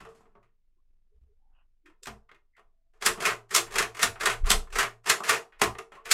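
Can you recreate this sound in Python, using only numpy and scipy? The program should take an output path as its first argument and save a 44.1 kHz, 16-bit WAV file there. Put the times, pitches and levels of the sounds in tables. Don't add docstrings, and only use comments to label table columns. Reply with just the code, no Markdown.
import sys
import numpy as np
from scipy import signal
from scipy.fft import rfft, irfft
from scipy.io import wavfile
from scipy.ndimage import uniform_filter1d

SR = 44100
rng = np.random.default_rng(int(sys.argv[2]) if len(sys.argv) > 2 else 0)


def transcribe(signal):
    frames = np.atleast_2d(signal).T
    limited = np.clip(frames, -1, 1)
    pcm = np.round(limited * 32767).astype(np.int16)
    wavfile.write(sys.argv[1], SR, pcm)


N = 270333

# f/Hz, level/dB, t60/s before the part's ring scale
DESK_MODES = [(58, -3.5, 0.37), (115, 2.5, 0.33), (211, -3.5, 0.17)]
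CASE_MODES = [(346, -3, .25), (420, -4, .28), (454, -1, .36), (590, -8, .2), (683, -3, .25), (745, -6, .2)]
FRAME_MODES = [(1099, -2.5, 0.96), (1230, 7, 0.29), (1365, 5, 0.29), (1510, 3.5, 0.18), (1740, -6, 0.2),
               (1847, 6.5, 0.26), (2082, 3, 0.38), (2190, -7, 0.16), (2470, 4.5, 0.36), (2540, 1, 0.036),
               (3120, -14, 0.084), (3200, -1, 0.33)]
STEEL_MODES = [(3700, -4, .09), (4560, -3, .09), (5157, -2, .09), (7060, -5, .1), (7420, -4, .11),
               (7600, -2, .14), (7720, -2, .13), (8580, -6, .09)]
# crack low edge/Hz, crack high edge/Hz, gain/dB,
# modes over crack/dB, ring scale, rattle scale, room t60/s, room send/dB
PART_VOICING = [(45, 246, -13.5, -1, 0.99, 2, 0.22, 0.5), (302, 1150, -4.5, -2, 0.33, 1.92, 0.28, -1.5),
                (938, 3080, -11.5, -4.5, 0.058, 1.385, 0.18, -7),
                (3240, 14000, -6.5, -14.5, 0.59, 0.87, 0.19, -6)]
# f/Hz, level/dB
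CRACK_EQ = [(35, -32.5), (60, -24.5), (87, 4), (238, 1), (437, 6), (540, -7), (666, -0.5), (822, -2.5),
            (1220, 1), (3850, -10.5), (7570, -12), (11000, -18.5), (16000, -28.5)]
# f/Hz, level/dB
HUSH_EQ = [(35, -27.5), (60, -3.5), (124, -28.5), (193, -24.5), (420, -34.5), (700, -44), (2250, -39),
           (16000, -51)]
# t/s, level/dB
SHUDDER_ENVELOPE = [(0, -65), (.63, -66.5), (1.19, -65.5), (1.45, -60), (2.5, -67.5), (3.0, -61.5),
                    (3.11, -53), (3.53, -70.5), (3.79, -42.5), (3.93, -71.5), (4.1, -57.5), (4.39, -44.5),
                    (4.44, -17.5), (4.511, -35), (4.57, -24.5), (4.679, -49), (4.76, -34.5), (4.86, -55.5),
                    (5.0, -67), (5.45, -76.5), (5.64, -51.5), (5.841, -66.5), (6.13, -57)]
# t/s, level/dB, desk/dB, case/dB, steel/dB, rattle t60/ms, frame focus/Hz
KEY_TOUCHES = [(0.0044, -41.5, -2, -12, -12, 170, 1220), (0.0505, -44, -25, -2.5, -13, 120, 1080),
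               (0.089, -61.5, -25, -11, -3, 370, 964), (0.1492, -60.5, 2, -3.5, -4, 380, 1070),
               (0.2079, -68, 9.5, 9, -1, 83, 964), (0.2556, -65, -15, 9, -31, 47, 1100),
               (0.352, -66, 16, 12.5, -31, 79, 1250), (0.429, -61.5, -5, -15, -14.5, 140, 1160),
               (1.8596, -50.5, -19, -33, -12, 130, 2080), (1.8993, -58.5, -16.5, -2.5, -12, 60, 1380),
               (2.0323, -50, -30, -19, 9.5, 62, 2770), (2.0577, -32, -58, -35, -3.5, 27, 2200),
               (2.2923, -50, -19, -37, -24, 40, 1060), (2.3154, -47.5, -38, -3.5, -25, 37, 2170),
               (2.346, -52.5, -38, -29, -14.5, 77, 2170), (2.567, -55, -43, -27, -12, 69, 2040),
               (2.579, -52.5, -44, -6, -18, 71, 1080), (2.594, -50.5, -41, -6, -14, 42, 1090),
               (2.937, -66, -43, -2.5, -9, 300, 1360), (2.976, -74, -12, 4, -2.5, 49, 1040),
               (3.1757, -41, 3.5, 1, -12, 170, 1100), (3.6663, -46.5, -7, -3.5, -18, 450, 1240),
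               (4.1576, -42.5, -8.5, -6.5, -27, 104, 1190), (4.444, -39, -1, -13.5, -15.5, 270, 1290),
               (4.673, -55, -18, 0, -33, 46, 1430), (5.205, -35.5, -27, 12, -2, 15, 1120),
               (5.523, -57, -28, -9.5, -27.5, 216, 1630), (5.7516, -38, -21, -0.5, -20, 32, 1340),
               (5.7861, -27.5, -47, -10, -9.5, 55, 1130), (5.9201, -43.5, -38, -5, -15, 210, 1100),
               (5.953, -45.5, -40.5, -24, -12.5, 110, 1050)]
# t/s, level/dB, desk/dB, case/dB, steel/dB, rattle t60/ms, run-up/ms, frame focus/Hz, desk hum/dB
SLUG_STRIKES = [(2.0704, -27.5, -6, -12.5, -8, 92, 2.5, 1230, -81),
                (3.062, -9, -21.5, -15.5, -0.5, 83, 6.3, 1800, -84),
                (3.2532, -14, -34, -15, -6, 110, 6.5, 2620, -39.5),
                (3.5491, -10.5, -41, -19.5, 3, 37, 4.6, 2120, -41),
                (3.7839, -14, -23, -18, -2, 126, 2.6, 2540, -39),
                (4.0299, -10, -16, -18, -1, 90, 8.9, 1870, -60),
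                (4.2573, -12.5, -45, -17, -4, 110, 2.5, 2600, -33.5),
                (4.5041, -8.5, -17, -17, 2.5, 24.5, 4.7, 1360, -46),
                (4.7868, -10.5, -30, -22, -7, 174, 2.4, 1320, -38.5),
                (5.0984, -9, -49, -18.5, -0.5, 84, 6.4, 1820, -59),
                (5.2943, -10, -39, -15, -4, 119, 9.7, 1830, -65),
                (5.6164, -7, -12.5, -11.5, -4.5, 53, 1.54, 1028, -71.5),
                (6.113, -11.5, -44, -20, 2.5, 190, 3.5, 2100, -79)]
# t/s, level/dB, rattle t60/ms, frame focus/Hz
LEVER_CLICKS = [(3.0129, -39, 170, 2590), (3.0237, -23, 93, 1210), (3.204, -25.5, 150, 1170),
                (3.2231, -23.5, 200, 1500), (3.494, -50.5, 60, 1050), (3.5083, -30, 810, 1140),
                (3.709, -38, 120, 1190), (3.7218, -33, 200, 1270), (3.74, -31, 320, 1200),
                (3.7569, -18, 120, 2710), (3.9488, -36, 120, 1310), (3.9699, -32, 130, 1290),
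                (3.993, -25, 160, 1880), (4.2005, -33.5, 160, 2730), (4.2092, -22, 117, 1940),
                (4.2339, -21.5, 90, 1220), (4.4588, -31.5, 110, 1290), (4.4679, -27.5, 400, 1120),
                (4.7033, -48.5, 110, 1410), (4.726, -34, 780, 1500), (4.7558, -22, 220, 1530),
                (5.044, -45.5, 41, 1490), (5.0612, -24.5, 80, 1540), (5.0717, -22, 190, 1530),
                (5.237, -28, 810, 1830), (5.597, -37.5, 76, 1430), (6.0557, -33.5, 320, 2220),
                (6.093, -32.5, 81, 2500)]
# t/s, level/dB, steel/dB, rattle t60/ms
CARRIAGE_STEPS = [(3.076, -20, -13.5, 92), (3.261, -14, -8.5, 176), (3.2997, -24.5, -7.5, 180),
                  (3.5618, -14, 3.5, 80), (3.5795, -15.5, -4.5, 76), (3.7993, -16, -16.5, 43),
                  (3.8256, -17, -8, 84), (4.2721, -9.5, -13, 37), (4.2979, -20, -8.5, 233),
                  (4.5149, -10.5, 0, 73), (4.8295, -17, -10.5, 72), (5.1158, -17.5, -15, 94),
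                  (5.3296, -18.5, -8.5, 250), (5.6359, -13.5, -8.5, 72)]
# t/s, length/s, f/Hz, width/Hz, level/dB
HAND_RUBS = [(0.757, 0.05, 327, 62, -84), (0.776, .04, 1080, 150, -86), (1.081, 0.31, 58, 23.5, -62),
             (1.098, 0.085, 425, 50, -77.5), (1.246, 0.12, 428, 50, -75.5), (1.367, 0.25, 826, 168, -82),
             (1.482, 0.2, 1110, 960, -78.5), (1.524, 0.13, 2750, 446, -77.5),
             (1.827, 0.13, 332, 89.5, -64.5), (2.526, .08, 2010, 300, -68), (2.015, 0.045, 438, 90, -60),
             (2.6, 0.44, 656, 40, -90), (5.948, 0.093, 1087, 92, -52)]

SPAN, LEAD, RING, WHOLE = 15000, 1500, 7000, 32768


def undb(db):
    return 10 ** (np.asarray(db) / 20)


def unit_rms(x):
    return x / np.sqrt(np.mean(x ** 2))


def unit_energy(x):
    return x / np.sqrt(np.sum(x ** 2))


def fade(t, t60):
    return np.exp(-np.log(1000) * t / t60)


def band(x, lo_hz, hi_hz):
    return signal.sosfilt(signal.butter(3, [lo_hz, hi_hz], "bandpass", fs=SR, output="sos"), x)


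def equalise(x, curve, size=4096):
    hz, db = np.transpose(curve)
    bin_hz = np.arange(size // 2 + 1) * SR / size
    log_gain = np.interp(np.log(bin_hz + 1), np.log(hz), db) * np.log(10) / 20
    cepstrum = irfft(log_gain)
    cepstrum[1:size // 2] *= 2
    cepstrum[size // 2 + 1:] = 0
    return signal.fftconvolve(x, irfft(np.exp(rfft(cepstrum))))[:len(x)]


def hush(level_db=-86):
    return undb(level_db) * unit_rms(equalise(rng.standard_normal(N), HUSH_EQ))


def shudder(hz=25, wander=.08, overtone_db=-14, flutter_db=3):
    level_db = np.interp(np.arange(N) / SR, *np.transpose(SHUDDER_ENVELOPE))
    drift = unit_rms(uniform_filter1d(rng.standard_normal(N), size=3000))
    pace = np.interp(level_db, (-65, -40), (.7, 1))
    phase = 2 * np.pi * np.cumsum(hz * pace * (1 + wander * drift)) / SR
    wobble = np.sqrt(2) * (np.sin(phase) + undb(overtone_db) * np.sin(2.35 * phase))
    gusts = unit_rms(uniform_filter1d(rng.standard_normal(N), size=4000)) * (1 - pace) / .3
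    return undb(level_db + flutter_db * gusts) * wobble


def contacts(bar_rest_s=.083, lever_stop_s=.005):
    # t/s, level/dB, desk/dB, case/dB, steel/dB, rattle t60/ms, run-up/ms, focus/Hz, damped after/s
    typed = [(*row[:-1], bar_rest_s) for row in SLUG_STRIKES]
    strike_s = np.array([row[0] for row in SLUG_STRIKES])
    for s, db, steel_db, t60_ms in CARRIAGE_STEPS:
        struck_s, _, desk_db, *_ = SLUG_STRIKES[np.sum(strike_s < s) - 1]
        typed.append((s, db, desk_db + 1.5, -16, steel_db, t60_ms, 3.2, 1170, struck_s + bar_rest_s - s))
    for s, db, t60_ms, hz in LEVER_CLICKS:
        lands_s = strike_s[strike_s > s].min()
        typed.append((s, db, -31, -12, -6.5, t60_ms, 3.2, hz, lands_s + lever_stop_s - s))
    # snap/dB (bright, steely blows snap more), light touch or not
    blows = [(*row, -9.5 + .75 * row[4], False) for row in typed]
    touches = [(*row, 2.1, hz, np.inf, -12.5, True) for *row, hz in KEY_TOUCHES]
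    return blows + touches


def ringing(modes, ring_scale, focus_hz):
    hz, db, t60 = np.transpose(modes)[:, :, None]
    detune, uneven = rng.standard_normal((2, len(modes), 1))
    t = np.arange(RING) / SR
    swing = np.sin(2 * np.pi * hz * (1 + .0061 * detune) * t)
    focus_db = -14 * np.abs(np.log2(hz / focus_hz)) if focus_hz else 0
    partials = undb(db + focus_db + 3 * uneven) * swing * fade(t, t60 * ring_scale)
    return unit_energy(partials.sum(axis=0))


def rattle(t60_ms, run_up_ms, snap_db, damped_s, damped_t60_s=.09, scatter_db=1.5):
    t = (np.arange(SPAN) - LEAD) / SR
    after = np.maximum(t, 0)
    run_up = undb(-6) * np.exp(np.minimum(t, 0) * 1000 / run_up_ms)
    tail = fade(after, max(t60_ms, 10) / 1000) + undb(snap_db) * fade(after, .015)
    tail *= fade(np.maximum(after - damped_s, 0), damped_t60_s)
    rebounds = unit_rms(rng.standard_normal(SPAN) * undb(scatter_db * rng.exponential(size=SPAN)))
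    return np.where(t < 0, run_up, tail) * rebounds


def room(t60_s, send_db, predelay_s=.004):
    t = np.arange(SPAN) / SR
    walls = rng.standard_normal(SPAN) * fade(t, t60_s) * (t > predelay_s)
    return signal.unit_impulse(SPAN) + undb(send_db) * unit_energy(walls)


def typewriter(key_hollow_hz=474):
    out = np.zeros(N)
    for part, modes in enumerate((DESK_MODES, CASE_MODES, FRAME_MODES, STEEL_MODES)):
        lo_hz, hi_hz, gain_db, ring_db, ring_scale, rattle_scale, room_t60, room_db = PART_VOICING[part]
        crack = unit_energy(band(equalise(signal.unit_impulse(SPAN), CRACK_EQ), lo_hz, hi_hz))
        stem = np.zeros(N + LEAD + WHOLE)
        for s, db, desk_db, case_db, steel_db, *gesture in contacts():
            t60_ms, run_up_ms, frame_hz, damped_s, snap_db, light = gesture
            trim_db = (desk_db, case_db, 0, steel_db)[part]
            focus_hz = (0, key_hollow_hz * light, frame_hz, 0)[part]
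            wake_db = ring_db + (0, 0, -.5 * steel_db, 1.2 * steel_db)[part]
            wake_db += (0, 1.5, 1.5, 0)[part] * light
            sustain = 1.5 if light and modes is FRAME_MODES else 1
            body = crack[:RING] + undb(wake_db) * ringing(modes, ring_scale * sustain, focus_hz)
            space = room(room_t60, room_db)
            chatter = rattle(t60_ms * rattle_scale, run_up_ms, snap_db, damped_s)
            blow = irfft(rfft(chatter, WHOLE) * rfft(body, WHOLE) * rfft(space, WHOLE))
            start = int(s * SR)
            stem[start:start + WHOLE] += undb(db + trim_db) * blow
        low_cut = signal.butter(2, lo_hz / 2, "highpass", fs=SR, output="sos")
        out += undb(gain_db) * signal.sosfilt(low_cut, stem[LEAD:LEAD + N])
    return out


def hand_rubs(flutter_db=2):
    out = np.zeros(N)
    for s, length_s, hz, width_hz, db in HAND_RUBS:
        start, n = int(s * SR), int(length_s * SR)
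        grip = uniform_filter1d(rng.standard_normal(SR), size=500)[:n]
        swell = np.hanning(n) ** .8 * undb(flutter_db * unit_rms(grip))
        hiss = unit_rms(band(rng.standard_normal(SR), hz - width_hz / 2, hz + width_hz / 2))[-n:]
        out[start:start + n] += undb(db) * swell * hiss
    return out


def desk_hum(hz=114, lag_s=.022, rise_s=.073, t60_s=.52):
    t, out = np.arange(N) / SR, np.zeros(N)
    for s, *_, db in SLUG_STRIKES:
        after = np.maximum(t - s - lag_s, 0)
        bloom = (1 - np.exp(-after / rise_s)) * fade(after, t60_s)
        out += undb(db) * bloom * np.sin(2 * np.pi * hz * after)
    return out


def scene():
    return (hush() + typewriter() + hand_rubs() + desk_hum() + shudder())[None]


def record(dry, ceiling=.58, top_hz=16250):
    high_cut = signal.ellip(10, .2, 60, top_hz, fs=SR, output="sos")
    return signal.sosfilt(high_cut, ceiling * np.tanh(dry / ceiling))


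dry = scene()
out = record(dry)
transcribe(out)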